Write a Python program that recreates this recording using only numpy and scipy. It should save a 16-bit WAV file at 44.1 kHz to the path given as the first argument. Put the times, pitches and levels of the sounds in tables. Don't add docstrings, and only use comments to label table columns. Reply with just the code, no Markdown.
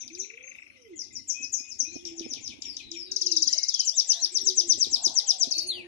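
import sys
import numpy as np
from scipy import signal
from scipy.fft import rfft, irfft, next_fast_len
from scipy.io import wavfile
from scipy.ndimage import uniform_filter1d, minimum_filter1d, map_coordinates

SR = 44100
rng = np.random.default_rng(int(sys.argv[2]) if len(sys.argv) > 2 else 0)


def invert_db(level):
    return 10 ** (np.asarray(level, dtype=float) / 20)


def wav_record(signal):
    frames = np.transpose(np.atleast_2d(signal))
    bounded = np.clip(frames, -1, 1)
    quanta = np.round(bounded * 32767).astype(np.int16)
    wavfile.write(sys.argv[1], SR, quanta)


N = 258867

# t/s, level/dB
WIND_GUSTS = [(0.0, -82.5), (0.23, -72), (0.29, -83.5), (2.39, -70), (3.35, -75.5), (3.42, -71.5),
              (4.051, -96.5), (4.46, -73), (4.56, -77), (4.9, -62), (5.03, -75.5), (5.07, -66), (5.3, -86),
              (5.49, -73), (5.56, -74.5), (5.87, -73.5)]
# t/s, peak level/dB
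WIND_TAPS = [(0.696, -76), (1.316, -56.5), (1.4, -52), (1.434, -52), (1.6, -50.5), (1.826, -51.5),
             (1.955, -37), (2.201, -37), (2.256, -38.5), (2.313, -47.5), (2.363, -43.5), (2.405, -49),
             (2.532, -48.5), (2.582, -52), (2.675, -51), (2.748, -56), (3.368, -43.5), (3.466, -48.5),
             (4.429, -48), (4.773, -39.5), (4.866, -39), (4.916, -46), (5.064, -35), (5.093, -43),
             (5.472, -36.5)]
# f/Hz, level/dB
TAP_COLOUR = [(100, -7), (190, -10.5), (260, 12), (420, -1.5), (800, -19.5), (1200, -54), (3000, -59)]
# f/Hz, level/dB per Hz
BUFFET_COLOUR = [(12, -64), (20, -19), (81, -0.5), (127, -5), (166, -19), (217, -4), (265, -1),
                 (392, -12.5), (455, -25), (500, -36), (650, -84), (1100, -120)]
TOWN_COLOUR = [(120, -54), (200, -20), (242, -24.5), (474, -10), (901, -16.5), (1600, -19.5), (2030, -2),
               (2200, -9), (2860, 1), (4840, -120)]
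CHATTER_COLOUR = [(940, -54), (1600, -24), (2090, -13.5), (2450, -3), (2940, -15), (3110, -9.5),
                  (4180, -17), (5610, -23.5), (6870, -28.5), (8600, -31), (10700, -35.5), (13800, -34.5),
                  (14600, -82.5)]
# middle t/s, half length/s, centre f/Hz, width/Hz, level/dB
STREET_SWISHES = [
    (0.543, 0.46, 1380, 496, -71.5),
    (2.614, 0.31, 940, 396, -70),
    (3.133, 0.039, 1570, 200, -58.5),
    (4.195, 0.096, 1010, 400, -58),
    (4.198, 0.11, 1810, 400, -48.5),
    (5.059, 0.13, 860, 410, -49.5),
    (5.197, 0.22, 1510, 200, -61),
    (5.393, 0.19, 677, 189, -65.5),
]

# t/s, length/s, start f/Hz, level/dB
SPARROW_CHEEPS = [(.0005, 0.012, 6760, -34.5), (0.008, 0.0035, 4130, -39), (0.114, .04, 6700, -47),
                  (0.976, .04, 6440, -44), (1.294, 0.05, 6000, -48), (1.557, .042, 5990, -38),
                  (1.801, 0.0087, 4910, -52), (1.987, 0.016, 3740, -48), (2.052, 0.0294, 5970, -38),
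                  (3.503, .054, 7310, -34.5), (4.32, 0.021, 7890, -43), (4.78, 0.023, 7790, -36.5)]
# t/s, length/s, start f/Hz, end f/Hz, level/dB
FAR_GLIDES = [
    (1.86, 0.091, 3740, 4400, -48),
    (2.781, .14, 4270, 3820, -46),
    (3.201, 0.13, 3820, 2674, -49),
    (3.301, 0.094, 4224, 3710, -35.5),
    (3.47, 0.11, 1772, 2200, -47),
    (3.57, 0.087, 2200, 2110, -43),
    (3.45, 0.13, 3550, 2830, -47.5),
    (3.685, 0.12, 4160, 3040, -38.5),
    (3.79, 0.055, 3184, 2990, -40),
    (5.251, 0.036, 3376, 3053, -43.5),
]
# t/s, length/s, f/Hz, level/dB
FAR_HELD = [(.73, .05, 2870, -58), (2.607, 0.046, 7080, -44), (2.906, 0.034, 7030, -42.5),
            (3.521, 0.042, 625, -51.5), (3.899, 0.072, 656, -70), (4.134, 0.091, 687, -60.5),
            (4.385, 0.044, 1990, -52), (4.561, 0.043, 671, -57), (5.474, .17, 4424, -34),
            (5.664, 0.011, 6520, -36.5), (5.669, 0.012, 9420, -55), (3.06, 0.054, 3850, -46)]
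# t/s, level/dB
FAR_TICK_TIMES = [(.474, -66), (.523, -63), (.572, -65), (.621, -61), (.671, -64), (.719, -66), (.766, -60),
                  (.816, -56), (.865, -63)]
# t/s, length/s, level/dB; then its pitch arc, f/Hz
SINKING_CALL = (5.061, .6, -55)
SINKING_PITCH = [785, 804, 671, 620]

# t/s, length/s, top f/Hz, share of the coo before the top, level/dB
DOVE_COOS = [
    (0.096, 0.86, 569.3, 0.68, -52),
    (1.863, 0.41, 349.3, 0.29, -50.5),
    (2.9, 0.54, 376, 0.337, -49.5),
    (4.209, 0.56, 384.5, 0.316, -49.5),
    (5.557, 0.35, 370, 0.38, -49),
]

# first t/s, gap/s, count, length/s
PIP_SERIES = [
    (.03, .07, 4, .02),
    (.758, .086, 6, .03),
]
# start f/Hz, end f/Hz
PIP_PITCH = [(2674, 1830), (2160, 1926)]
PIP_LEVEL = [-35, -42.5]
# t/s, peak level/dB; then the pitch path of a tick, f/Hz
RATTLE_TICKS = [(0.3001, -36), (0.3368, -40.5), (0.3736, -37), (0.4072, -42), (0.438, -39), (0.4754, -38),
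                (0.5152, -38.5), (0.5494, -40), (0.585, -37.5), (0.6214, -39.5), (0.665, -45), (0.7, -44.5)]
RATTLE_PITCH = [2926, 1940, 1010]

# t/s, length/s, start f/Hz, end f/Hz, level/dB
CLEAR_CALLS = [
    (3.91, 0.083, 2930, 4010, -38.5),
    (4.08, 0.2, 2030, 4580, -34.5),
    (4.39, .035, 7000, 5500, -31),
    (4.435, 0.06, 4750, 3760, -36.5),
    (5.72, 0.084, 4600, 4575, -40),
]
# t/s, length/s, start f/Hz, end f/Hz, level/dB
BRIGHT_WARBLE = [
    (5.52, 0.12, 4320, 4630, -32.5),
    (5.575, 0.062, 4720, 4630, -32.5),
]
# t/s, length/s, f/Hz, level/dB
LEVEL_WHISTLES = [
    (1.339, 0.14, 2522, -36),
    (1.577, .16, 2487, -37),
    (1.848, 0.051, 2497, -37.5),
    (1.912, 0.08, 2450, -36.5),
]
# t/s, length/s, level/dB; then its pitch arc, f/Hz
HOOKED_NOTE = (.42, 0.11, -40)
HOOKED_PITCH = [5330, 6530, 6360, 6420, 5880]

# t/s, length/s, pitch f/Hz at even steps, level/dB
SECOND_CHIRPS = [
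    (0.176, 0.036, [7500, 6720, 6050, 5200], -17),
    (1.273, 0.036, [8290, 6750, 6280, 4480], -10.5),
    (1.52, 0.025, [7930, 6750, 6520, 5140], -4.5),
    (1.783, 0.032, [7530, 6450, 5965, 4400], -9.5),
]
# t/s, length/s, start f/Hz, end f/Hz, level/dB
CHIRP_TRAILS = [
    (1.304, 0.037, 5750, 5140, -26),
    (1.551, .048, 6290, 4400, -32.5),
    (2.056, 0.0414, 7800, 4960, -35),
    (2.236, .034, 5400, 5130, -37),
    (.971, 0.033, 7300, 4800, -31),
    (.217, 0.0115, 4900, 3000, -27),
    (1.8, 0.051, 6200, 7200, -48),
]
# t/s, length/s, end f/Hz, level/dB
HIGH_SLIDES = [
    (.9541, 0.11, 3080, -29),
    (1.1231, 0.086, 3250, -28),
    (1.4041, 0.071, 3500, -26.5),
    (1.6787, 0.08, 3180, -29),
    (1.917, 0.059, 4490, -28),
    (2.16, .06, 3380, -31),
    (2.2754, 0.11, 2394, -30.5),
    (2.405, 0.14, 2030, -30),
]
LOW_SLIDES = [
    (2.646, .12, 4146, -30),
    (2.948, 0.22, 3710, -34),
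]

# t/s, level/dB, level of the lower slide/dB
CANARY_CLICKS = [
    (2.05, -23.5, -31.5),
    (2.193, -22, -29),
    (2.334, -17.5, -27.5),
    (2.475, -20.5, -28),
    (2.619, -22, -29),
    (2.766, -20.5, -26.5),
    (2.914, -22, -27),
]
CLICK_DROP_PITCH = [4350, 3340, 2480]
# t/s, length/s, start f/Hz, end f/Hz, level/dB
LINK_NOTES = [
    (.077, .0065, 6740, 3060, -28.5),
    (.1485, .007, 6570, 3440, -28.5),
]
# t/s, length/s, level/dB; then pitch f/Hz at even steps
TRILL_NOTES = [(3.1128, 0.014, -18.5), (3.1588, 0.015, -13.5), (3.2085, 0.023, -14.5), (3.2571, 0.023, -13),
               (3.3089, 0.025, -13), (3.3596, 0.023, -10), (3.4153, .025, -10.5), (3.468, 0.023, -11),
               (3.5218, 0.023, -12), (3.573, 0.023, -14), (3.6242, .025, -15.5), (3.6781, 0.026, -14),
               (3.7344, 0.023, -14), (3.787, 0.03, -12.5)]
TRILL_PITCH = [7320, 5960, 4800, 3760]
# t/s, length/s, level/dB; then pitch f/Hz at even steps
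LEAD_NOTE = [
    (3.8444, 0.06, -15),
]
LEAD_PITCH = [7695, 6450, 5670, 4220]
# t/s, time to shoulder/ms, to knee/ms, to last bead/ms, level/dB
ROLL_NOTES = [(3.9487, 30, 50.8, 59, -11.5), (4.067, 32, 52.7, 67, -13), (4.1997, 23, 47.6, 57, -13.5),
              (4.331, 22, 42, 54, -14.5), (4.439, 31, 49.3, 64, -12.5), (4.5508, 28.5, 50.7, 58.7, -12.5),
              (4.67, 29, 53, 64, -11.5), (4.7826, 25.3, 46.8, 65, -11), (4.9, 26.2, 45, 61.6, -11),
              (5.018, 30.5, 45.3, 60.7, -12), (5.136, 27.3, 51.4, 63, -11.5), (5.261, 26.2, 46, 55, -10.5),
              (5.3814, 29.7, 50.6, 61.4, -12.5)]
ROLL_FACING = [0, 5, -5.5, -1, 2.5, 4, 3.5, -4, -11, 1, -4, -3.5, -1.5]
ROLL_PITCH = [8190, 6520, 6120, 5640, 5107, 4736, 3850, 2575]
# t/s, length/s, level/dB; then pitch f/Hz at even steps
END_NOTES = [
    (5.504, .042, -16.5),
    (5.576, 0.036, -17.5),
]
END_PITCH = [7500, 5500, 4580, 3570]
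# t/s, length/s, pitch f/Hz at even steps, level/dB, rise share, fall share
CLOSING_SLIDE = [
    (5.676, 0.069, [4600, 3950, 2700], -16.5, 0.42, 0.72),
    (5.722, 0.13, [3600, 2700, 2100], -31, 0.048, 0.43),
]
# pitch f/Hz, level/dB
BEAK_COLOUR = [(600, -2.5), (2000, 2), (3000, 2.5), (4000, 4.5), (5000, 5), (6100, 4.5), (6700, -5),
               (7600, 6), (8300, 16)]

# f/Hz, level/dB
CAGE_PATH_LEFT = [(2000, -13), (3300, -14), (3900, -1.5), (4400, -42), (4900, 2), (5150, 0.5), (5400, -10),
                  (5750, -3), (6100, -7), (6400, -11), (6750, -14), (7400, -18), (8300, -2), (9500, -1.5),
                  (14000, -10)]
CAGE_PATH_RIGHT = [(2000, -21), (3300, -8), (4000, -38.5), (4400, -15.5), (4900, -2), (5400, -13),
                   (5900, -6.5), (6300, -16.5), (6650, -6), (7000, -17.5), (7700, -13.5), (8400, -12.5),
                   (9500, -8.5), (14000, -11)]
ECHO_DELAYS = [(.002468, .002224), (.004724, .00382), (.00641, .00775), (.00848, .009424)]
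ECHO_LEVELS = [(-16.5, -1.5), (-29, -9.5), (-29, -47), (-17.5, -11)]
# f/Hz, t60/s
YARD_T60 = [(300, 0.44), (2500, 0.46), (6000, 0.33), (8000, 0.4), (9500, 0.38), (14000, 0.24)]
# f/Hz, level/dB
YARD_COLOUR = [(300, 1), (2000, -2), (3300, 3), (4400, -3), (5100, 0.5), (5900, -0.5), (6700, -1),
               (7800, 0.5), (8700, -2.5), (10500, 2.5), (14000, 0)]
# f/Hz, level/dB
LEFT_PORT = [(60, -14), (210, -25.5), (330, -5), (760, 0.5), (1800, -9), (4200, -8.5), (6100, 0.5),
             (7500, 0), (8050, 1), (8450, -18), (9500, -28.5), (13000, -11.5), (14300, -3), (15000, -29)]
RIGHT_PORT = [(60, -2.5), (760, 1), (1800, -20.5), (4100, -15.5), (5200, -11.5), (6300, -19.5), (7500, -7),
              (8200, -8), (8800, -2.5), (9600, 4.5), (11000, -0.5), (11600, -7), (12300, -11), (13000, -12),
              (14300, -8), (15000, -38)]


def unit(x):
    return x / np.sqrt(np.mean(x ** 2) + 1e-20)


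def along(points, hz):
    f, v = np.transpose(points)
    return np.interp(np.log(hz + 1), np.log(f + 1), v)


def wobble(rate):
    knots = rng.standard_normal(int(N * rate / SR) + 4)
    return map_coordinates(knots, [np.arange(N) * rate / SR])


def filtered(x, response):
    m = next_fast_len(N + 8192)
    return irfft(rfft(x, m) * response(np.fft.rfftfreq(m, 1 / SR)), m)[..., :N]


def coloured_noise(shape, colour):
    return filtered(rng.standard_normal(shape), lambda hz: invert_db(along(colour, hz)))


def patchy(x, patchy_db):
    z = signal.stft(x, nperseg=512)[2]
    field = uniform_filter1d(rng.standard_normal(z.shape[1:]), size=5, axis=0)
    field = uniform_filter1d(field, size=12, axis=1)
    return unit(signal.istft(z * invert_db(patchy_db * unit(field)), nperseg=512)[1][:, :N])


def add(track, s, length, hz, db, overtone_db=-30, rise=0.058, fall=0.064, husky=0.49, bump=(6000, 0)):
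    u = np.linspace(0, 1, round(length * SR))
    if callable(hz):
        pitch = hz(u * length)
    else:
        pitch = np.polyval(np.polyfit(np.linspace(0, 1, len(hz)), hz, len(hz) - 1), u)
    phase = 2 * np.pi * (np.cumsum(pitch) / SR + rng.random())
    swell = np.sin(np.pi / 2 * np.clip(np.minimum(u / rise, (1 - u) / fall), 0, 1)) ** 2
    third = invert_db(-2.5) * np.sin(3 * phase) * (pitch < SR / 8)
    husk = np.repeat(rng.standard_normal(len(u) // 30 + 1), 30)[:len(u)]
    overtones = (np.sin(2 * phase) + third) * (1 - husky / 2 + husky * husk)
    tone = np.sin(phase) + invert_db(overtone_db) * overtones
    bump_hz, bump_db = bump
    beak_db = along(BEAK_COLOUR, pitch) + bump_db * np.exp(-((pitch - bump_hz) / 350) ** 2)
    part = track[round(s * SR):][:len(u)]
    part += (invert_db(db + beak_db) * swell * tone)[:len(part)]


def whistles(rows, bow, **voice):
    track = np.zeros(N)
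    for s, length, start, end, db in rows:
        add(track, s, length, [start, start + bow * (end - start), end], db, **voice)
    return track


def air():
    t = np.arange(N) / SR
    gust_s, wind_db = np.transpose(WIND_GUSTS)
    low = coloured_noise((2, N), BUFFET_COLOUR)
    lumps = invert_db(3.5 * np.array([wobble(16), wobble(16)]))
    buffet = invert_db(np.interp(t, gust_s, wind_db) + 18.0) * unit(low * lumps)

    hum = coloured_noise((2, N), TOWN_COLOUR)
    town_db = -75.5 + 2.5 * t + 11.5 + 1.3 * wobble(6)
    town = invert_db(town_db) * patchy(hum, patchy_db=6)

    puffs = np.zeros(N)
    for s, db in WIND_TAPS:
        near = slice(round((s - .03) * SR), round((s + .05) * SR))
        puffs[near] += invert_db(db) * np.exp(-.5 * ((t[near] - s - .008) / 0.0046) ** 2)
    taps = unit(coloured_noise(N, TAP_COLOUR)) * puffs

    wash = coloured_noise((2, N), CHATTER_COLOUR)
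    chatter = invert_db(-55.0 + 0.77 * wobble(4.6)) * patchy(wash, patchy_db=7.0)
    return buffet + town + chatter + invert_db([[-15], [3]]) * taps


def street():
    out, t = np.zeros((2, N)), np.arange(N) / SR
    for s, half, centre_hz, width_hz, db in STREET_SWISHES:
        span = np.abs(t - s) < 3 * half
        band_hz = [centre_hz - width_hz / 2, centre_hz + width_hz / 2]
        sos = signal.butter(3, band_hz, "band", fs=SR, output="sos")
        hiss = unit(signal.sosfilt(sos, rng.standard_normal((2, span.sum()))))
        out[:, span] += invert_db(db) * np.exp(-((t[span] - s) / half) ** 2) * hiss
    return out


def far_birds():
    cheeps = [(s, n, hz, hz * (1 - .14), db) for s, n, hz, db in SPARROW_CHEEPS]
    held = [(s, n, hz, hz, db) for s, n, hz, db in FAR_HELD]
    track = whistles(cheeps, bow=0.64, overtone_db=-34.0)
    track += whistles(FAR_GLIDES + held, bow=.7, overtone_db=-53.5)
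    for s, db in FAR_TICK_TIMES:
        add(track, s, .008, [5900, 4900], db)
    s, length, db = SINKING_CALL
    add(track, s, length, SINKING_PITCH, db)
    return track


def dove():
    rest_hz = 315.9
    track, t = np.zeros(N), np.arange(N) / SR
    waver_hz = 7 * wobble(25)
    for s, length, top_hz, top, db in DOVE_COOS:
        u = np.clip((t - s) / length, 0, 1)
        arch = np.sin(np.pi / 2 * np.minimum(u / top, (1 - u) / (1 - top))) ** 1.1
        lift_hz = (top_hz - rest_hz) * arch
        catch_db = 11 * np.exp(-((u - 0.91 * top) / 0.23) ** 2)
        thin_db = 21 * (lift_hz / 224) ** 2
        fade = np.clip(np.minimum(u, 1 - u) * length / 0.018, 0, 1)
        phase = 2 * np.pi * np.cumsum(rest_hz + lift_hz + waver_hz) / SR
        tone = np.sin(phase) + invert_db(-40) * np.sin(2 * phase)
        track += fade * invert_db(db + 7.0 - thin_db - catch_db + 0.5 * u) * tone
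    return track * invert_db(3.26 * wobble(30) - 1)


def finch():
    track = np.zeros(N)
    for (s, gap, count, length), hz, db in zip(PIP_SERIES, PIP_PITCH, PIP_LEVEL):
        for k in range(count):
            when = s + k * gap + rng.normal(0, .0015)
            pip_db = db - .045 * k * k + rng.normal(0, 2)
            add(track, when, length, hz, pip_db, overtone_db=-40, rise=.2, fall=.85)
    half_s = .011
    for s, peak_db in RATTLE_TICKS:
        start, db = s - .003, peak_db + 9.5
        add(track, start, half_s, RATTLE_PITCH[:2], db, overtone_db=-44, rise=0.49, fall=0.24)
        add(track, start + half_s, half_s, RATTLE_PITCH[1:], db - 28, overtone_db=-50, rise=0.26, fall=0.41)
    return track


def next_cage():
    track = whistles(CLEAR_CALLS, bow=.72, overtone_db=-27.5, rise=0.32, fall=0.12)
    track += whistles(BRIGHT_WARBLE, bow=0.59, overtone_db=-26, husky=0.65)
    s, length, db = HOOKED_NOTE
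    add(track, s, length, HOOKED_PITCH, db, rise=0.28, fall=0.25)
    track = track * (1 + .5 * wobble(170))
    arch_hz = 71 * np.array([-1.1, .3, -.3])
    for s, length, hz, db in LEVEL_WHISTLES:
        for k in (-1, 0, 1.2, 2):
            tone_db = db - 28.5 * (k != 0) + rng.normal(0, 3.1)
            add(track, s, length, hz + k * 616 + arch_hz, tone_db, rise=0.078, fall=0.22)
    return track * (1 + .22 * wobble(60))


def neighbour():
    voice = dict(overtone_db=-33, bump=(5550, 5))
    high = [(s, n, 7290, end, db) for s, n, end, db in HIGH_SLIDES]
    low = [(s, n, 5780, end, db) for s, n, end, db in LOW_SLIDES]
    track = whistles(high, bow=.47, rise=.06, fall=.6, **voice)
    track += whistles(low, bow=.52, rise=.1, fall=.4, **voice)
    track += whistles(CHIRP_TRAILS, bow=0.44, rise=0.24, fall=0.47)
    track = track * (1 + .55 * wobble(300))
    for chirp in SECOND_CHIRPS:
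        add(track, *chirp, overtone_db=-30.5, rise=0.4, fall=0.27)
    return track


def click_slides():
    delay_s, drop_s = .0225, .0067
    track = np.zeros(N)
    for s, _, db in CANARY_CLICKS:
        add(track, s + delay_s + drop_s, .028, [2650, 2400, 2150], db - 0.5, rise=0.18, fall=0.28)
    track = track * (1 + .8 * wobble(600))
    for s, _, db in CANARY_CLICKS:
        add(track, s + delay_s, drop_s, CLICK_DROP_PITCH, db + 7, rise=0.35, fall=0.41)
    return track


def closing():
    track = np.zeros(N)
    for *note, rise, fall in CLOSING_SLIDE:
        add(track, *note, overtone_db=-37.5, rise=rise, fall=fall)
    return track


def roll():
    step_s, drop_s = 0.0093, 0.0049
    track = np.zeros(N)
    for (s, *ms, db), facing_db in zip(ROLL_NOTES, ROLL_FACING):
        top, knee, bead = np.array(ms) / 1000
        when = [0, top - step_s, top, knee - step_s, knee, knee + drop_s, bead, bead + step_s]

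        def arc(t):
            return uniform_filter1d(np.interp(t, when, ROLL_PITCH), size=150, mode="nearest")

        add(track, s, when[-1], arc, db, overtone_db=-32, rise=0.35, fall=0.18, bump=(ROLL_PITCH[2], facing_db))
    return track


def canary():
    track = whistles(LINK_NOTES, bow=0.59, overtone_db=-25.0)
    for rows, hz in (TRILL_NOTES, TRILL_PITCH), (END_NOTES, END_PITCH), (LEAD_NOTE, LEAD_PITCH):
        for s, length, db in rows:
            add(track, s, length, hz, db, overtone_db=-31, rise=0.09, fall=0.12)
    for s, db, _ in CANARY_CLICKS:
        add(track, s, .007, [7000, 5200, 3000], db)
    return track + roll()


def cage_paths(x):
    return filtered(x, lambda hz: invert_db([along(CAGE_PATH_LEFT, hz), along(CAGE_PATH_RIGHT, hz)]))


def walls(x):
    delay_s = np.array(ECHO_DELAYS)[..., None]
    gain = invert_db(ECHO_LEVELS)[..., None]
    return filtered(x, lambda hz: 1 + np.sum(gain * np.exp(-2j * np.pi * hz * delay_s), axis=0))


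def yard(x, wet_db, early_db, span=.55):
    out, hop = np.zeros((2, N)), round(span * SR)
    for start in range(0, N, hop):
        hz, t, z = signal.stft(rng.standard_normal((2, SR // 2)), SR, nperseg=256)
        slow = invert_db(-60 * t / along(YARD_T60, hz)[:, None])
        quick = invert_db(early_db - 60 * t / 0.14)
        colour = invert_db(along(YARD_COLOUR, hz))[:, None]
        tail = signal.istft(z * (slow + quick) * colour, SR, nperseg=256)[1]
        wet = signal.fftconvolve(x[None, start:start + hop], tail / np.linalg.norm(tail[0]), axes=1)
        part = out[:, start + 100:start + 100 + wet.shape[1]]
        part += invert_db(wet_db) * wet[:, :part.shape[1]]
    return out


def scene():
    near, far, coo = canary(), neighbour() + click_slides(), dove()
    rest = far_birds() * (1 + .6 * wobble(700))
    clear = closing() + finch() + next_cage()
    caged = cage_paths(near + invert_db(-5.0) * far)
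    straight = walls(caged + invert_db(-5.5) * rest + invert_db(-1.1) * coo + invert_db(-0.8) * clear)
    tails = yard(near, wet_db=-10.5, early_db=4.0)
    tails += yard(far, wet_db=-9.0, early_db=0.5)
    tails += yard(coo, wet_db=-1.5, early_db=-6.0, span=2.1)
    tails += yard(rest, wet_db=3, early_db=5)
    tails += yard(clear, wet_db=-4.5, early_db=9)
    return straight + tails + air() + street()


def ports(x):
    def response(hz):
        lag = np.exp(-2j * np.pi * hz * 0.0002846)
        return np.array([invert_db(along(LEFT_PORT, hz)) * lag, invert_db(along(RIGHT_PORT, hz))])

    return filtered(x, response)


def thinned(x, near_db, frame_db, size=12):
    z = signal.stft(x, nperseg=1024)[2]
    bands = z[:, :504].reshape(2, -1, size, z.shape[-1])
    level = 10 * np.log10(np.mean(np.abs(bands) ** 2, axis=2) + 1e-14)
    below = -minimum_filter1d(-level, size=5, axis=1, origin=2)
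    bar = np.maximum(below + near_db, level.max(axis=1, keepdims=True) + frame_db)
    luck = 2 * uniform_filter1d(rng.normal(0, 6, level.shape), size=5, axis=2)
    keep = level + luck > bar
    keep[:, :9] = True
    z[:, :504] = (bands * np.where(keep, 1, .03)[:, :, None]).reshape(2, 504, -1)
    return signal.istft(z, nperseg=1024)[1][:, :N]


def roll_off(x):
    return signal.sosfilt(signal.butter(12, 15320, fs=SR, output="sos"), x)


def record(dry):
    mix = thinned(ports(dry), near_db=-23.5, frame_db=-40.5)
    return roll_off(mix)


dry = scene()
out = record(dry)
wav_record(out)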